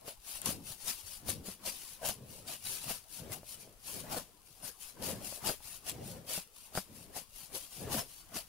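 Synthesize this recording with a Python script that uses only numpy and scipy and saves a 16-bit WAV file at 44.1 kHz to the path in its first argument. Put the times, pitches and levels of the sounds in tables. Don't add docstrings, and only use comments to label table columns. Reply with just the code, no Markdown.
import sys
import numpy as np
from scipy import signal
from scipy.fft import rfft, irfft, next_fast_len
from scipy.io import wavfile
from scipy.ndimage import uniform_filter1d, map_coordinates

SR = 44100
rng = np.random.default_rng(int(sys.argv[2]) if len(sys.argv) > 2 else 0)


def wav_record(signal):
    frames = np.transpose(np.atleast_2d(signal))
    bounded = np.clip(frames, -1, 1)
    quanta = np.round(bounded * 32767).astype(np.int16)
    wavfile.write(sys.argv[1], SR, quanta)


N = 374276

# (start [s], hold [s], rip level [dB], mouth crunch level [dB])
TUFT_RIPS = [(0.08, 0.013, -43.5, -52), (0.466, 0.04, -35, -45), (0.883, 0.013, -31.5, -52.5),
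             (1.293, 0.0044, -32.5, -47.5), (1.463, 0.049, -43.5, -56), (1.666, 0.02, -35, -48.5),
             (2.052, 0.043, -35.5, -45), (2.485, 0.055, -41, -56), (2.896, 0.015, -37, -43.5),
             (3.329, 0.0069, -40, -48), (4.121, 0.062, -40.5, -42), (4.645, 0.038, -43.5, -54.5),
             (4.816, 0.02, -46, -81), (5.038, 0.069, -39, -47), (5.462, 0.039, -33.5, -40.5),
             (5.875, 0.014, -38.5, -53), (6.296, 0.085, -38, -54), (6.771, 0.0049, -35, -47.5),
             (7.163, 0.023, -40.5, -53), (7.552, 0.0078, -37.5, -49.5), (7.922, 0.073, -36, -42.5),
             (8.365, 0.0071, -35.5, -45)]
# (time [s], level [dB], pitch [Hz])
STALK_CRACKS = [(.417, -28, 10000), (0.459, -14, 10200), (0.882, -30, 7450), (1.3026, -20.5, 9500),
                (2.073, -31, 5970), (2.0886, -20.5, 10100), (3.32, -28, 8200), (3.941, -32, 9000),
                (4.13, -29, 6000), (4.184, -28, 7060), (4.832, -36, 9000), (5.025, -30, 4960),
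                (5.063, -27, 6960), (5.114, -27.5, 8100), (5.478, -21, 9700), (5.896, -21, 9200),
                (6.334, -27, 8000), (6.752, -26, 4930), (7.166, -33, 7000)]
# (frequency [Hz], level [dB])
STEM_SPECTRUM = [(500, -10), (1100, -0.5), (1500, -4.5), (2200, -4), (2900, 0), (3700, 1.5), (5000, -4),
                 (7500, 2.5), (15000, -18)]
# (frequency [Hz], level [dB])
BLADE_SPECTRUM = [(40, -2), (130, -5.5), (350, -12.5), (900, -6), (1300, -9.5), (2000, -10.5), (2750, -2.5),
                  (3600, -4.5), (4600, -1.5), (8200, -3.5), (9900, 4.5), (11000, -1), (12200, -2),
                  (15700, -6)]


def tearing(hard_pull_db=-33, steepness=1.03):
    # (frequency [Hz], level [dB])
    leaf_spectrum = [(300, -43), (1000, -12), (1500, -29), (2150, -11.5), (2750, -1), (3600, -10),
                     (4700, 1), (6500, -5), (8200, -7), (9900, 6), (11000, -1.5), (12200, -0.5),
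                     (14000, -3.5), (15700, -5.5)]
    pull = strokes([row[:3] for row in TUFT_RIPS], attack_s=0.034, release_s=0.063)
    stem_pull = amp(hard_pull_db) * (pull / amp(hard_pull_db)) ** steepness
    snaps = grains(per_s=1800, spread_db=3.5, life_s=0.0016, smooth=0.44)
    leaves = pull * texture(leaf_spectrum, snaps, patchy_db=5)
    stems = stem_pull * texture(STEM_SPECTRUM, snaps, patchy_db=2)
    return amp(-0.03) * leaves + amp(-7) * stems


def muzzle_sweeps():
    # (start [s], hold [s], level [dB])
    passes = [(0.286, 0.084, -43), (0.677, 0.046, -43.5), (0.816, 0.19, -46.5), (1.074, 0.091, -46),
              (1.737, 0.2, -47), (2.302, 0.097, -51.5), (2.665, 0.096, -38.5), (2.823, 0.14, -44),
              (3.13, 0.062, -46.5), (3.492, 0.045, -46), (3.607, 0.02, -52), (3.875, 0.13, -43),
              (4.468, 0.36, -59.5), (4.859, 0.042, -50.5), (5.25, 0.11, -42.5), (5.655, 0.1, -46.5),
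              (6.062, 0.054, -48), (6.566, 0.096, -54.5), (6.957, 0.077, -53.5), (7.362, 0.086, -48),
              (7.603, 0.051, -48), (7.729, 0.099, -47.5), (8.094, 0.12, -53.5)]
    sweep = strokes(passes, attack_s=0.064, release_s=0.077, sag_db_per_s=8.5)
    crackle = grains(per_s=900, spread_db=4.5, life_s=0.0023, smooth=1.2)
    return amp(0.73) * sweep * texture(BLADE_SPECTRUM, crackle, patchy_db=3.5)


def stalk_cracks(t60_s=0.004, log_width=0.25):
    cracks = np.zeros((2, N + SR))
    t = np.arange(SR // 20) / SR
    hz = np.fft.rfftfreq(len(t), 1 / SR)
    for start, db, pitch_hz in STALK_CRACKS:
        band = 1 / (1 + (np.log((hz + 1) / pitch_hz) / log_width) ** 2)
        noise = rng.standard_normal((2, len(t)))
        burst = unit(irfft(rfft(noise) * band, len(t)))
        cracks[:, round(start * SR):][:, :len(t)] += burst * amp(db - 60 * t / t60_s)
    return filtered(cracks[:, :N], muzzle_pan)


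def splinters(t60_s=0.13, offset_db=-18, ceiling_db=-34):
    tails = np.zeros(N + SR)
    t = np.arange(SR // 4) / SR
    for start, db, _ in STALK_CRACKS:
        onset_db = min(db + offset_db, ceiling_db)
        tails[round(start * SR):][:len(t)] += amp(onset_db - 60 * t / t60_s)
    splits = grains(per_s=900, spread_db=7, life_s=0.0005, smooth=0.3)
    return amp(-1.5) * tails[:N] * texture(STEM_SPECTRUM, splits, patchy_db=3)


def mouth_crunch():
    # (frequency [Hz], level [dB])
    crunch_spectrum = [(30, -29), (90, -4.5), (190, -0.5), (360, -7.5), (520, -1.5), (690, 0), (1000, -7.5),
                       (1500, -10.5), (2200, -17.5), (5000, -26)]
    bites = [(start, hold, db) for start, hold, _, db in TUFT_RIPS]
    bite = strokes(bites, attack_s=0.073, release_s=0.047)
    breaks = grains(per_s=500, spread_db=2.5, life_s=0.002, smooth=0.54)
    return amp(2) * bite * texture(crunch_spectrum, breaks, patchy_db=5)


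def root_pops(firm_db=-20, softening=0.97, jerks=3, step_db=-7, gap_s=0.0055, lowpass_hz=2500):
    # (time [s], level [dB], cavity pitch [Hz])
    pops = [(.08, -31, 570), (0.473, -30, 500), (1.289, -28.5, 716), (1.486, -32, 520), (1.675, -35, 620),
            (2.032, -35, 796), (2.093, -27, 617), (2.908, -27, 680), (3.432, -37.5, 644), (3.675, -40, 500),
            (4.185, -38, 730), (5.325, -32.5, 620), (5.496, -22.5, 690), (5.605, -43, 905),
            (6.378, -29.5, 660), (6.754, -26.5, 760), (6.7757, -19.5, 720), (7.165, -29.5, 825),
            (7.943, -25, 735), (8.366, -30.5, 740)]
    # (ratio to cavity pitch [-], bandwidth [Hz], level [dB])
    mouth_modes = [(.33, 130, -17), (1, 210, -2.5), (1.95, 547, 1.5)]
    rings = np.zeros(N + SR)
    t = np.arange(SR // 20) / SR
    for start, db, pitch_hz in pops:
        ring = np.zeros(len(t))
        for ratio, width_hz, mode_db in mouth_modes:
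            tilt_db = softening * (db - firm_db) * max(np.log2(ratio), 0)
            decay = np.exp(-np.pi * width_hz * t)
            ring += amp(mode_db + tilt_db) * decay * np.sin(2 * np.pi * pitch_hz * ratio * t)
        waits = gap_s * rng.uniform(0.477, 1.5, jerks)
        for jerk, delay in enumerate(np.cumsum(waits) - waits[0]):
            rings[round((start + delay) * SR):][:len(t)] += amp(db + jerk * step_db) * ring
    return filtered(rings[:N], lambda hz: muzzle_pan(hz) / (1 + 1j * hz / lowpass_hz))


def nostril_blows(attack_s=0.079, release_s=0.16):
    # (start [s], hold [s], rumble level [dB], hiss level [dB])
    blows = [(0.51, 0.062, -48.5, -62), (1.276, 0.11, -49, -61.5), (2.186, 0.29, -55.5, -64.5),
             (3.22, 0.092, -50, -55.5), (3.566, 0.15, -64.5, -66), (3.936, 0.2, -52, -55.5),
             (5.026, 0.19, -48, -51), (5.935, 0.24, -48.5, -54.5), (6.911, 0.2, -57, -65),
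             (7.828, 0.083, -46.5, -49.5)]
    # (frequency [Hz], level [dB])
    rumble_spectrum = [(25, -32), (60, -3.5), (100, 2), (200, -0.5), (330, -8.5), (520, -12.5), (800, -36),
                       (2000, -54)]
    hiss_spectrum = [(150, -26), (330, -1), (560, 4.5), (720, 0), (950, -6.5), (1400, -14), (2200, -13.5),
                     (6000, -19)]
    flutter = grains(per_s=170, spread_db=1.5, life_s=0.014, smooth=0.94)
    rumble_gain = strokes([row[:3] for row in blows], attack_s, release_s, sag_db_per_s=18)
    hiss_gain = strokes([(start, hold, db) for start, hold, _, db in blows], attack_s, release_s)
    rumble = rumble_gain * texture(rumble_spectrum, flutter, patchy_db=3)
    hiss = hiss_gain * texture(hiss_spectrum, flutter, patchy_db=4)
    return amp(1.5) * rumble + amp(2) * hiss


def jaw_thuds(t60_s=0.061, attack_s=0.0082):
    # (time [s], level [dB], pitch [Hz])
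    bumps = [(0.701, -47, 120), (1.04, -48.5, 83), (1.289, -37, 100), (1.479, -38, 195), (3.301, -42, 108),
             (5.149, -44, 99), (5.959, -38, 106), (6.377, -43, 178), (6.776, -33.5, 189)]
    thuds = np.zeros(N + SR)
    t = np.arange(SR // 4) / SR
    for start, db, pitch_hz in bumps:
        envelope = amp(db - 60 * t / t60_s) * (1 - np.exp(-t / attack_s))
        thuds[round(start * SR):][:len(t)] += envelope * np.sin(2 * np.pi * pitch_hz * t)
    return amp(9) * thuds[:N]


def stirring_grass():
    ticks = grains(per_s=150, spread_db=5, life_s=0.001, smooth=1.2)
    return amp(-66) * texture(BLADE_SPECTRUM, ticks, patchy_db=3.5)


def breeze(rest_db=-65.5, gust_db=2.5, tug_offset_db=-8.5):
    # (frequency [Hz], level [dB])
    buffet_spectrum = [(8, -23), (22, -7.5), (45, -13.5), (90, -18.5), (250, -33)]
    noise = rng.standard_normal((2, N))
    buffet = unit(filtered(noise, lambda hz: amp(along(buffet_spectrum, hz))))
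    tugs = [(start, hold, db + tug_offset_db) for start, hold, _, db in TUFT_RIPS]
    swell = strokes(tugs, attack_s=0.17, release_s=0.17)
    gusts = amp(rest_db + gust_db * wobble(per_s=3))
    return np.hypot(gusts, swell) * buffet * amp([[1], [-4]])


def open_air():
    # (frequency [Hz], level [dB])
    air_spectrum = [(25, 4.5), (120, -5), (330, -9), (600, -10), (1100, -9.5), (1900, -23.5), (3000, -16),
                    (7000, -30), (10000, -16), (15700, -32)]
    return amp(-66) * texture(air_spectrum, patchy_db=5)


def strokes(rows, attack_s, release_s, sag_db_per_s=0):
    t = np.arange(0, N / SR, 1 / 2000)
    power = np.zeros(len(t))
    for start, hold, db in rows:
        fade = np.maximum((start - t) / attack_s, (t - start - hold) / release_s)
        sag_db = sag_db_per_s * np.clip(t - start, 0, hold)
        power += amp(db - 20 * np.maximum(fade, 0) - sag_db) ** 2
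    return np.interp(np.arange(N) / SR, t, np.sqrt(power))


def grains(per_s, spread_db, life_s, smooth):
    onsets = rng.random(N) < per_s / SR
    sizes = amp(spread_db * np.clip(rng.standard_normal(N), -2, 2))
    energy = signal.lfilter([1], [1, -np.exp(-1 / (life_s * SR))], (onsets * sizes) ** 2)
    return np.sqrt(energy / energy.mean() + smooth)


def texture(spectrum, grain=1, patchy_db=0):
    # (frequency [Hz], left-right correlation [-])
    likeness = [(60, 0.6), (130, 0.79), (290, 0.83), (640, 0.47), (1400, 0.39), (3100, 0.36), (7000, 0.027)]

    def mid_side_gains(hz):
        width = np.arccos(np.clip(along(likeness, hz), -1, 1)) / 2
        return amp(along(spectrum, hz)) * [np.cos(width), np.sin(width)]
    noise = patches(rng.standard_normal((2, N)), patchy_db)
    mid, side = filtered(noise * grain, mid_side_gains)
    return unit(filtered(np.array([mid + side, mid - side]), muzzle_pan))


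def patches(x, patchy_db, bins=4, frames=3):
    spectrogram = signal.stft(x, nperseg=1024)[2]
    colour = uniform_filter1d(rng.standard_normal(spectrogram.shape), bins, axis=1)
    colour = uniform_filter1d(colour, frames, axis=2)
    return signal.istft(spectrogram * amp(patchy_db * unit(colour)), nperseg=1024)[1][:, :N]


def muzzle_pan(hz):
    # (frequency [Hz], left minus right [dB])
    balance = [(100, 1.7), (380, 2), (700, 5.5), (1300, 4), (2400, -2), (4400, 3), (8100, 5.5), (10000, 18),
               (15000, 9.5)]
    pair = amp(np.outer([0.5, -0.5], along(balance, hz)))
    return pair / np.sqrt(np.mean(pair ** 2, axis=0))


def wobble(per_s):
    knots = rng.standard_normal(int(N * per_s / SR) + 4)
    return map_coordinates(knots, [np.arange(N) * per_s / SR])


def filtered(x, response):
    size = next_fast_len(N + SR // 2)
    return irfft(rfft(x, size) * response(np.fft.rfftfreq(size, 1 / SR)), size)[..., :N]


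def along(points, hz):
    point_hz, values = np.transpose(points)
    return np.interp(np.log(hz + 1), np.log(point_hz + 1), values)


def amp(db):
    return 10 ** (np.asarray(db) / 20)


def unit(x):
    return x / np.sqrt(np.mean(x ** 2) + 1e-20)


def scene():
    # (time [s], leftward lean [dB])
    head_path = [(0, 9.5), (1.25, 13.5), (1.65, 10), (2.9, 9.5), (3.2, 14), (3.65, 9.5), (4.6, 13),
                 (5.5, 12), (6.2, 8), (7.23, 12.5), (8.49, 7.5)]
    swing_db = np.interp(np.arange(N) / SR, *np.transpose(head_path))
    swing_db -= swing_db.mean()
    head_pan = amp(np.outer([0.15, -0.7], swing_db))
    grass = tearing() + muzzle_sweeps() + stalk_cracks() + splinters()
    cow = mouth_crunch() + root_pops() + nostril_blows() + jaw_thuds()
    field = stirring_grass() + breeze() + open_air()
    return grass * head_pan + cow + field


def record(dry):
    return filtered(dry, lambda hz: hz < 15750)


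dry = scene()
out = record(dry)
wav_record(out)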